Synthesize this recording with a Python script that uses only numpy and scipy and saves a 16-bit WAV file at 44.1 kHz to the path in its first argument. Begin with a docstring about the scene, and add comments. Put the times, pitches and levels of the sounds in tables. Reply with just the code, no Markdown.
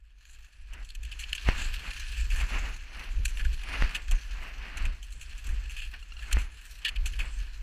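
"""Skiing through crusted snow

A skier with poles shuffles over wind-packed snow, heard from inside a closed housing on the helmet.
Skis crush the snow, the crust snaps in short bursts, and pole tips bite and creak. Clothing and sliding
snow rustle, jolts knock the housing, and wind buffets it with a low, lumpy rumble."""
import sys
import numpy as np
from scipy import signal
from scipy.fft import rfft, irfft, next_fast_len
from scipy.io import wavfile
from scipy.ndimage import uniform_filter1d, map_coordinates

SR = 44100
rng = np.random.default_rng(int(sys.argv[2]) if len(sys.argv) > 2 else 0)


def to_wav(sig):
    """Store sig (one row per channel, or 1-D mono) as 16-bit WAV at the path in sys.argv[1].

    Samples outside -1..1 are clipped; the rate is SR.
    """
    pcm = np.clip(np.atleast_2d(sig), -1, 1) * 32767
    pcm = np.round(pcm).astype(np.int16)
    wavfile.write(sys.argv[1], SR, pcm.T)  # frames by channels


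N = 336042

# Weight on a ski: (peak time [s], level [dB], 20 dB rise [s], 20 dB fall [s])
SKI_LOADS = [(.74, -52, 0.06, 0.1), (.82, -55, .1, .05), (1.485, -33.5, 0.042, 0.0655),
             (1.56, -43, 0.1, 0.26), (1.88, -41.5, 0.11, 0.0546), (2.42, -40.5, 0.126, 0.08),
             (2.56, -36, 0.11, 0.08), (2.65, -43, .1, .16), (3.0, -45, 0.178, 0.1962),
             (3.4, -53.5, 0.096, 0.14), (3.75, -37, 0.1345, 0.1976), (3.83, -40, 0.11, 0.1319),
             (3.96, -43, 0.063, .08), (4.115, -43, 0.0102, 0.08), (4.46, -44.5, 0.194, 0.1047),
             (4.68, -45.5, .2, 0.05), (4.81, -43.5, 0.205, 0.1849), (5.49, -54, 0.098, 0.31),
             (5.94, -49.5, 0.0193, 0.05), (6.37, -43, 0.163, 0.1318), (6.88, -53, 0.117, 0.22),
             (7.07, -50.5, 0.049, 0.0131), (7.197, -45, 0.016, 0.1472)]
# Spectrum of packed snow giving way: (frequency [Hz], relative density [dB])
CRUSH_SPECTRUM = [(71, -22), (120, 0.5), (324, -4.5), (449, -8.5), (1650, 0.5), (2830, 1.5), (3270, -14),
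                  (6050, -21), (9000, -72), (11700, -28), (19800, -120)]
def ski_crush():
    """Compaction: snow collapses under load, radiating grainy noise over a weak, steady trail."""
    rustle_db, _ = curves(FRICTION_LEVELS)
    trail = amp(np.minimum(rustle_db - 7, -58.5))
    grains = filtered(gritty(clump_db=1.6, grain_db=1.8), colour(CRUSH_SPECTRUM))
    return np.hypot(swells(SKI_LOADS, bend=1.45), trail) * unit(grains)


# Breaks in the crust, and one longer swell at 2.36 s: (time [s], level [dB], brightness [dB], ring frequency
# [Hz], decay [s])
CRUST_BREAKS = [(0.7348, -40.5, 2, 2540, 0.0105), (0.848, -45, 2.5, 3050, 0.0143),
                (0.8898, -38, -6, 3740, 0.0073), (0.9031, -35, -6, 3850, .0071),
                (0.9512, -35, -1.5, 2830, 0.00864), (1.032, -38.5, -2, 3320, 0.0082),
                (1.0501, -38.5, -0.5, 3110, 0.0105), (1.116, -32, -9.5, 2940, 0.0138),
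                (1.193, -31, -2.5, 2460, 0.0376), (1.2371, -28, -21.5, 2930, 0.0067),
                (1.330, -14.5, -12, 2800, 0.006), (1.351, -24, -4, 2810, 0.0132),
                (1.3789, -25.5, -21, 2890, 0.0089), (1.618, -30, -14, 2700, .008),
                (1.974, -33, -12, 2550, .006), (2.145, -35, -10, 2550, .012), (2.303, -29, -9, 2420, 0.047),
                (2.3599, -28.5, -4.5, 1770, 0.046), (2.4013, -28.5, -7.5, 2400, .023),
                (3.254, -18.5, -2, 2400, 0.01046), (3.28, -35, 0, 2440, 0.0278),
                (3.372, -29.5, -8.5, 2580, 0.0095), (3.395, -30, -9.5, 1580, 0.0215),
                (3.448, -29, -8.5, 1580, 0.0147), (3.53, -37, -3, 2500, .018),
                (3.635, -31.5, -10, 2180, 0.0083), (3.948, -21, -8, 2600, 0.0205),
                (4.112, -27.5, 2, 2620, 0.0143), (4.772, -32.5, 0, 2150, 0.0139),
                (4.8534, -28, -6, 2450, .011), (5.029, -36, -3, 3140, 0.0203),
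                (5.1242, -42.5, 3, 2510, 0.017), (5.213, -36.5, -3, 2590, 0.0226),
                (5.38, -44.5, 2.5, 2590, 0.0186), (5.4679, -39.5, 3, 2710, 0.012),
                (5.4906, -35.5, -5.5, 1690, 0.0293), (5.6963, -33.5, -6, 2550, 0.0505),
                (5.766, -31, -9, 2850, 0.047), (5.8169, -32, -9, 2710, 0.047),
                (5.9386, -36, -19, 1730, 0.0137), (6.224, -36.5, -7, 1750, 0.025),
                (6.313, -25.5, -11, 1590, 0.0254), (6.3282, -21, 4, 2910, 0.0064),
                (6.386, -34.5, -1, 2490, 0.048), (6.8492, -16, -13.5, 3164, 0.0159),
                (6.883, -21, -10, 2850, 0.014), (6.9596, -30.5, -12, 2840, 0.0119),
                (7.0587, -24.5, -3, 3060, 0.0188), (7.135, -35, -9, 2810, 0.0107),
                (7.192, -24.5, -9, 2300, 0.0286)]
def crust_snaps(crack_db=-4, crack_s=0.00206, run_up_s=0.0022):
    """Brittle fracture: a crack and a ragged burst of grains ring the slab and the housing."""
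    out, size, lead = np.zeros(N + SR), 8192, round(.015 * SR)
    t, hz = (np.arange(size) - lead) / SR, np.fft.rfftfreq(size, 1 / SR)
    for s, db, bright_db, ring_hz, decay_s in CRUST_BREAKS:
        crack = amp(bright_db + crack_db) * np.exp(-(t / crack_s) ** 2)
        crumble = np.exp(-(np.maximum(t, 0) / decay_s) ** 2)
        run_up = np.where(t < 0, 0.6 * np.exp(np.minimum(t, 0) / run_up_s), 1)  # faint cracks run ahead
        ragged = amp(2.58 * np.repeat(rng.standard_normal(size // 64), 64))
        burst = rfft(run_up * (crack + crumble) * ragged * rng.standard_normal(size))
        slab = resonances(hz, [(ring_hz, 1000, 0)], leak_db=-12) / (1 + ring_hz / (1.3j * hz + 1))
        dull = irfft(burst * housing_low(hz) * slab)
        sharp = irfft(burst * housing_high(hz) / (1 + 1j * hz / 9000))
        snap = dull / abs(dull).max() + amp(bright_db) * sharp / abs(sharp).max()
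        out[round(s * SR) - lead:][:size] += amp(db) * snap
    return out[:N]


# Cloth and sliding snow: (time [s], rustle level [dB], sizzle level [dB])
FRICTION_LEVELS = [(0, -76, -88), (.3, -64.5, -68), (.62, -65, -74.5), (.95, -62.5, -69.5),
                   (1.15, -53.5, -65), (1.42, -49, -57), (1.55, -43.5, -53), (1.72, -43.5, -52),
                   (1.8, -48.5, -59), (1.95, -44, -54), (2.25, -47.5, -56), (2.68, -47.5, -54),
                   (2.8, -55.5, -62.5), (3.2, -54, -62), (3.4, -48.5, -55), (3.62, -51.5, -59.5),
                   (3.82, -43, -60), (4.02, -53.5, -65), (4.2, -51.5, -58.5), (4.7, -53, -65.5),
                   (5.01, -60, -66.5), (5.3, -53.5, -61), (5.7, -54, -63), (6.07, -59, -68),
                   (6.36, -50, -57.5), (6.5, -57, -64), (6.72, -55.5, -55.5), (6.83, -59, -68),
                   (7.3, -52.5, -58.5), (7.62, -55.5, -63)]
def cloth_and_loose_snow(shake_db=-10, spray_db=-21.5):
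    """Sliding friction: cloth and loose snow make noise that swells with each load on a ski."""
    rustle_db, sizzle_db = curves(FRICTION_LEVELS)
    load = swells(SKI_LOADS, bend=1.45)
    crystals = crackle(per_second=45, spread_db=4)
    rustle = patchy(gritty(clump_db=2.2, grain_db=2.2) * crystals ** 0.727, depth_db=1.16)
    sizzle = patchy(gritty(clump_db=1.8, grain_db=1.4) * crystals, depth_db=3.6)
    return (np.hypot(amp(shake_db) * load, amp(rustle_db)) * unit(filtered(rustle, housing_low))
            + np.hypot(amp(spray_db) * load, amp(sizzle_db)) * unit(filtered(sizzle, housing_high)))


# Modes of the pole's tube: (frequency [Hz], gain [dB])
TUBE_MODES = [(1867, 0), (2900, 1), (3360, 0), (3850, -4)]
# The tip bites the crust: (time [s], peak level [dB], duration [s])
POLE_PLANTS = [(3.947, -25, .018), (6.85, -21, .035)]
def pole_bites(bandwidth_hz=110):
    """Forced vibration: grains grinding under the tip excite the damped modes of the tube."""
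    out, t = np.zeros(N), np.arange(SR // 10) / SR
    modes = [(hz, bandwidth_hz, db) for hz, db in TUBE_MODES]
    for s, db, duration in POLE_PLANTS:
        grind = np.zeros(N)
        grind[round(s * SR):][:len(t)] = rng.standard_normal(len(t)) * np.exp(-(t / duration) ** 4)
        bite = filtered(grind, lambda hz: resonances(hz, modes, leak_db=-40) * housing_low(hz))
        out += amp(db) * bite / abs(bite).max()
    return out


# Creaks under the pole tip: (time [s], level [dB])
CREAKS = [(6.0268, -47), (6.121, -43.5), (6.1676, -44.5), (6.1925, -44.5)]
# Harmonics of a creak: (frequency [Hz], relative level [dB])
CREAK_HARMONICS = [(1390, -9), (2780, 2), (4170, -6), (5560, -14)]
def snow_creaks():
    """Stick-slip: cold snow grips and releases periodically, giving a brief harmonic tone."""
    out, t = np.zeros(N + SR), np.arange(SR // 30) / SR
    envelope = np.exp(-((t - .002) / 0.00555) ** 2)
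    for s, db in CREAKS:
        detune = 1 + 0.0169 * rng.standard_normal()
        tone = sum(amp(level) * np.sin(2 * np.pi * hz * detune * t) for hz, level in CREAK_HARMONICS)
        out[round(s * SR):][:len(t)] += amp(db) * tone * envelope
    return out[:N]


# Jolts to the housing: (time [s], tick level [dB], thump level [dB], sway level [dB])
JOLTS = [(1.4884, -8.5, -11, -26.5), (3.8232, -12, -19, -30), (6.3697, -18, -21, -15.5)]
def housing_knocks(sway_hz=52, sway_s=0.0237, sway_lead_s=0.0074):
    """Impulse excitation: the shell ticks and the microphone swings heavily while the mount rocks."""
    out, t = np.zeros(N + SR), np.arange(SR // 8) / SR
    tick = -np.sin(2 * np.pi * 1900 * t) * amp(-60 * t / 0.0042)
    attack = 1 - np.exp(-t / 0.000367)
    thump = np.sin(2 * np.pi * 42 * t + 1.02) * amp(-60 * t / 0.041) * attack
    for s, tick_db, thump_db, sway_db in JOLTS:
        out[round(s * SR):][:len(t)] += amp(tick_db) * tick + amp(thump_db) * thump
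        since = np.arange(N + SR) / SR - s
        envelope = np.exp(-((since + sway_lead_s) / sway_s) ** 2)
        out += amp(sway_db) * np.sin(2 * np.pi * sway_hz * since) * envelope
    return out[:N]


# Spectrum of the eddies: (frequency [Hz], relative density [dB])
EDDY_SPECTRUM = [(12, -11.5), (20, 5), (38, 5), (56, 2), (73, -13.5), (102, -21.5), (140, -34), (400, -46),
                 (520, -46.5), (880, -120)]
# Steady buffeting: (time [s], level [dB])
WIND_LEVELS = [(0, -54.5), (.5, -46), (1.0, -43), (1.55, -38.5), (2.2, -34), (2.75, -35.5), (2.99, -43.5),
               (3.33, -35.5), (4.24, -37.5), (4.52, -40.5), (5.0, -37), (5.4, -38), (6.73, -43),
               (7.19, -38), (7.62, -39)]
# Single heavy eddies: (peak time [s], level [dB], 20 dB rise [s], 20 dB fall [s])
HEAVY_EDDIES = [(1.06, -32.5, 0.163, 0.12), (1.49, -26, 0.059, 0.17), (1.66, -28, 0.192, 0.2154),
                (2.24, -25.5, 0.183, .1), (2.34, -21.5, 0.077, 0.07), (2.44, -21, 0.06, 0.05),
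                (2.6, -30.5, 0.144, 0.21), (3.2, -23.5, 0.182, 0.1462), (3.47, -21.5, 0.142, 0.1253),
                (3.84, -18.5, 0.0815, 0.0562), (4.135, -18, 0.0588, 0.0732), (4.87, -20, .1, 0.0759),
                (5.49, -23, 0.0675, 0.2278), (6.36, -25, 0.103, 0.2047), (7.0, -27, 0.097, 0.2641),
                (7.2, -27.5, 0.18, 0.1444), (7.38, -29.5, 0.087, 0.33)]
def wind():
    """Turbulence: the fluctuating pressure of eddies thumps the housing in low lumps."""
    level_db, = curves(WIND_LEVELS)
    pressure = rng.standard_normal((2, N)) * amp(2.5 * wobble(12))
    steady, heavy = filtered(pressure, colour(EDDY_SPECTRUM))
    envelope = uniform_filter1d(abs(signal.hilbert(heavy)), size=1500)
    swing = heavy / envelope ** .65  # evened out, so each heavy eddy swings fully
    return amp(level_db) * unit(steady) + swells(HEAVY_EDDIES, bend=1.003) * unit(swing)


# Cavity modes of the housing: (frequency [Hz], bandwidth [Hz], gain [dB])
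CAVITY_MODES = [(1727.6, 215.4, 2.5), (2559, 380, 2.5), (2954, 426, -7.5), (4202, 330, -6.5),
                (6377, 980, -9.5), (7382, 715, -11.5), (9555, 1320, -17.5), (13400, 1440, -26.5)]
def housing_low(hz):
    """Cavity resonance: the lower modes; the sealed shell passes little below or above them."""
    low, high = 1j * hz / 1350, 1j * hz / 5200
    highpass = low ** 2 / (1 + 1.215 * low + low ** 2)
    lowpass = 1 / (1 + 1.185 * high + high ** 2)
    return resonances(hz, CAVITY_MODES[:4], leak_db=-24) * highpass * lowpass


def housing_high(hz):
    """Cavity resonance: the upper modes; the shell dulls the very top."""
    low = 1j * hz / 4200
    highpass = low ** 2 / (1 + 1.667 * low + low ** 2)
    lowpass = 1 / (1 + 1j * hz / 13000) ** 2
    return resonances(hz, CAVITY_MODES[3:], leak_db=-94) * highpass * lowpass


def resonances(hz, modes, leak_db):
    """Modal superposition: damped resonators add to a weak direct path."""
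    return amp(leak_db) + sum(amp(db) * 1j * hz * width / (centre ** 2 - hz ** 2 + 1j * hz * width)
                              for centre, width, db in modes)


def gritty(clump_db, grain_db):
    """Amplitude modulation: white noise in clumps of about 30 ms and grains of about 1 ms."""
    return rng.standard_normal(N) * amp(clump_db * np.tanh(wobble(35)) + grain_db * wobble(700))


def crackle(per_second, spread_db, decay_s=0.00807):
    """Poisson process: a gain that jumps and decays as single crystals break."""
    hits = (rng.random(N) < per_second / SR) * amp(spread_db * rng.exponential(size=N))
    return 1 + signal.lfilter([.6], [1, -np.exp(-1 / (decay_s * SR))], np.minimum(hits, 6))


def patchy(x, depth_db):
    """Spectral modulation: the timbre drifts in random patches of about 1.5 kHz by 100 ms."""
    spectra = signal.stft(x, nperseg=256)[2]
    bands = uniform_filter1d(rng.standard_normal(spectra.shape), size=9, axis=0)
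    patches = uniform_filter1d(bands, size=36, axis=1)
    return signal.istft(spectra * amp(depth_db * unit(patches)), nperseg=256)[1][:N]


def swells(rows, bend):
    """Incoherent addition: rising and falling gains sum in power; more bend rounds their tops."""
    t = np.arange(N) / SR
    return np.sqrt(sum(amp(db - 20 * np.maximum((s - t) / rise, (t - s) / fall) ** bend) ** 2
                       for s, db, rise, fall in rows))


def wobble(rate):
    """Spline interpolation of random knots, rate of them a second."""
    return map_coordinates(rng.standard_normal(N // 40), [np.arange(N) * rate / SR])


def curves(rows):
    """Linear interpolation in time of each later column, one value per sample."""
    times, *columns = np.transpose(rows)
    return [np.interp(np.arange(N) / SR, times, column) for column in columns]


def colour(points):
    """Spectral envelope: gain through (frequency [Hz], level [dB]) points on a log axis."""
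    knots_hz, db = np.transpose(points)
    return lambda hz: amp(np.interp(np.log(hz + 1), np.log(knots_hz + 1), db))


def filtered(x, response):
    """Linear filtering: the spectrum of x times a frequency response."""
    size = next_fast_len(N + SR // 2)
    return irfft(rfft(x, size) * response(np.fft.rfftfreq(size, 1 / SR)), size)[..., :N]


def amp(db):
    """Amplitude ratio of a level in dB."""
    return 10 ** (np.asarray(db) / 20)


def unit(x):
    """Normalisation to rms 1."""
    return x / np.sqrt(np.mean(x ** 2) + 1e-20)


def scene():
    """Superposition: all sources add at one microphone."""
    return (wind() + ski_crush() + cloth_and_loose_snow() + crust_snaps()
            + pole_bites() + snow_creaks() + housing_knocks())[None]


def record(dry):
    """Band limiting: the response tapers to zero at 15.5 kHz."""
    return filtered(dry, lambda hz: np.clip((15500 - hz) / 900, 0, 1))


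dry = scene()
out = record(dry)
to_wav(out)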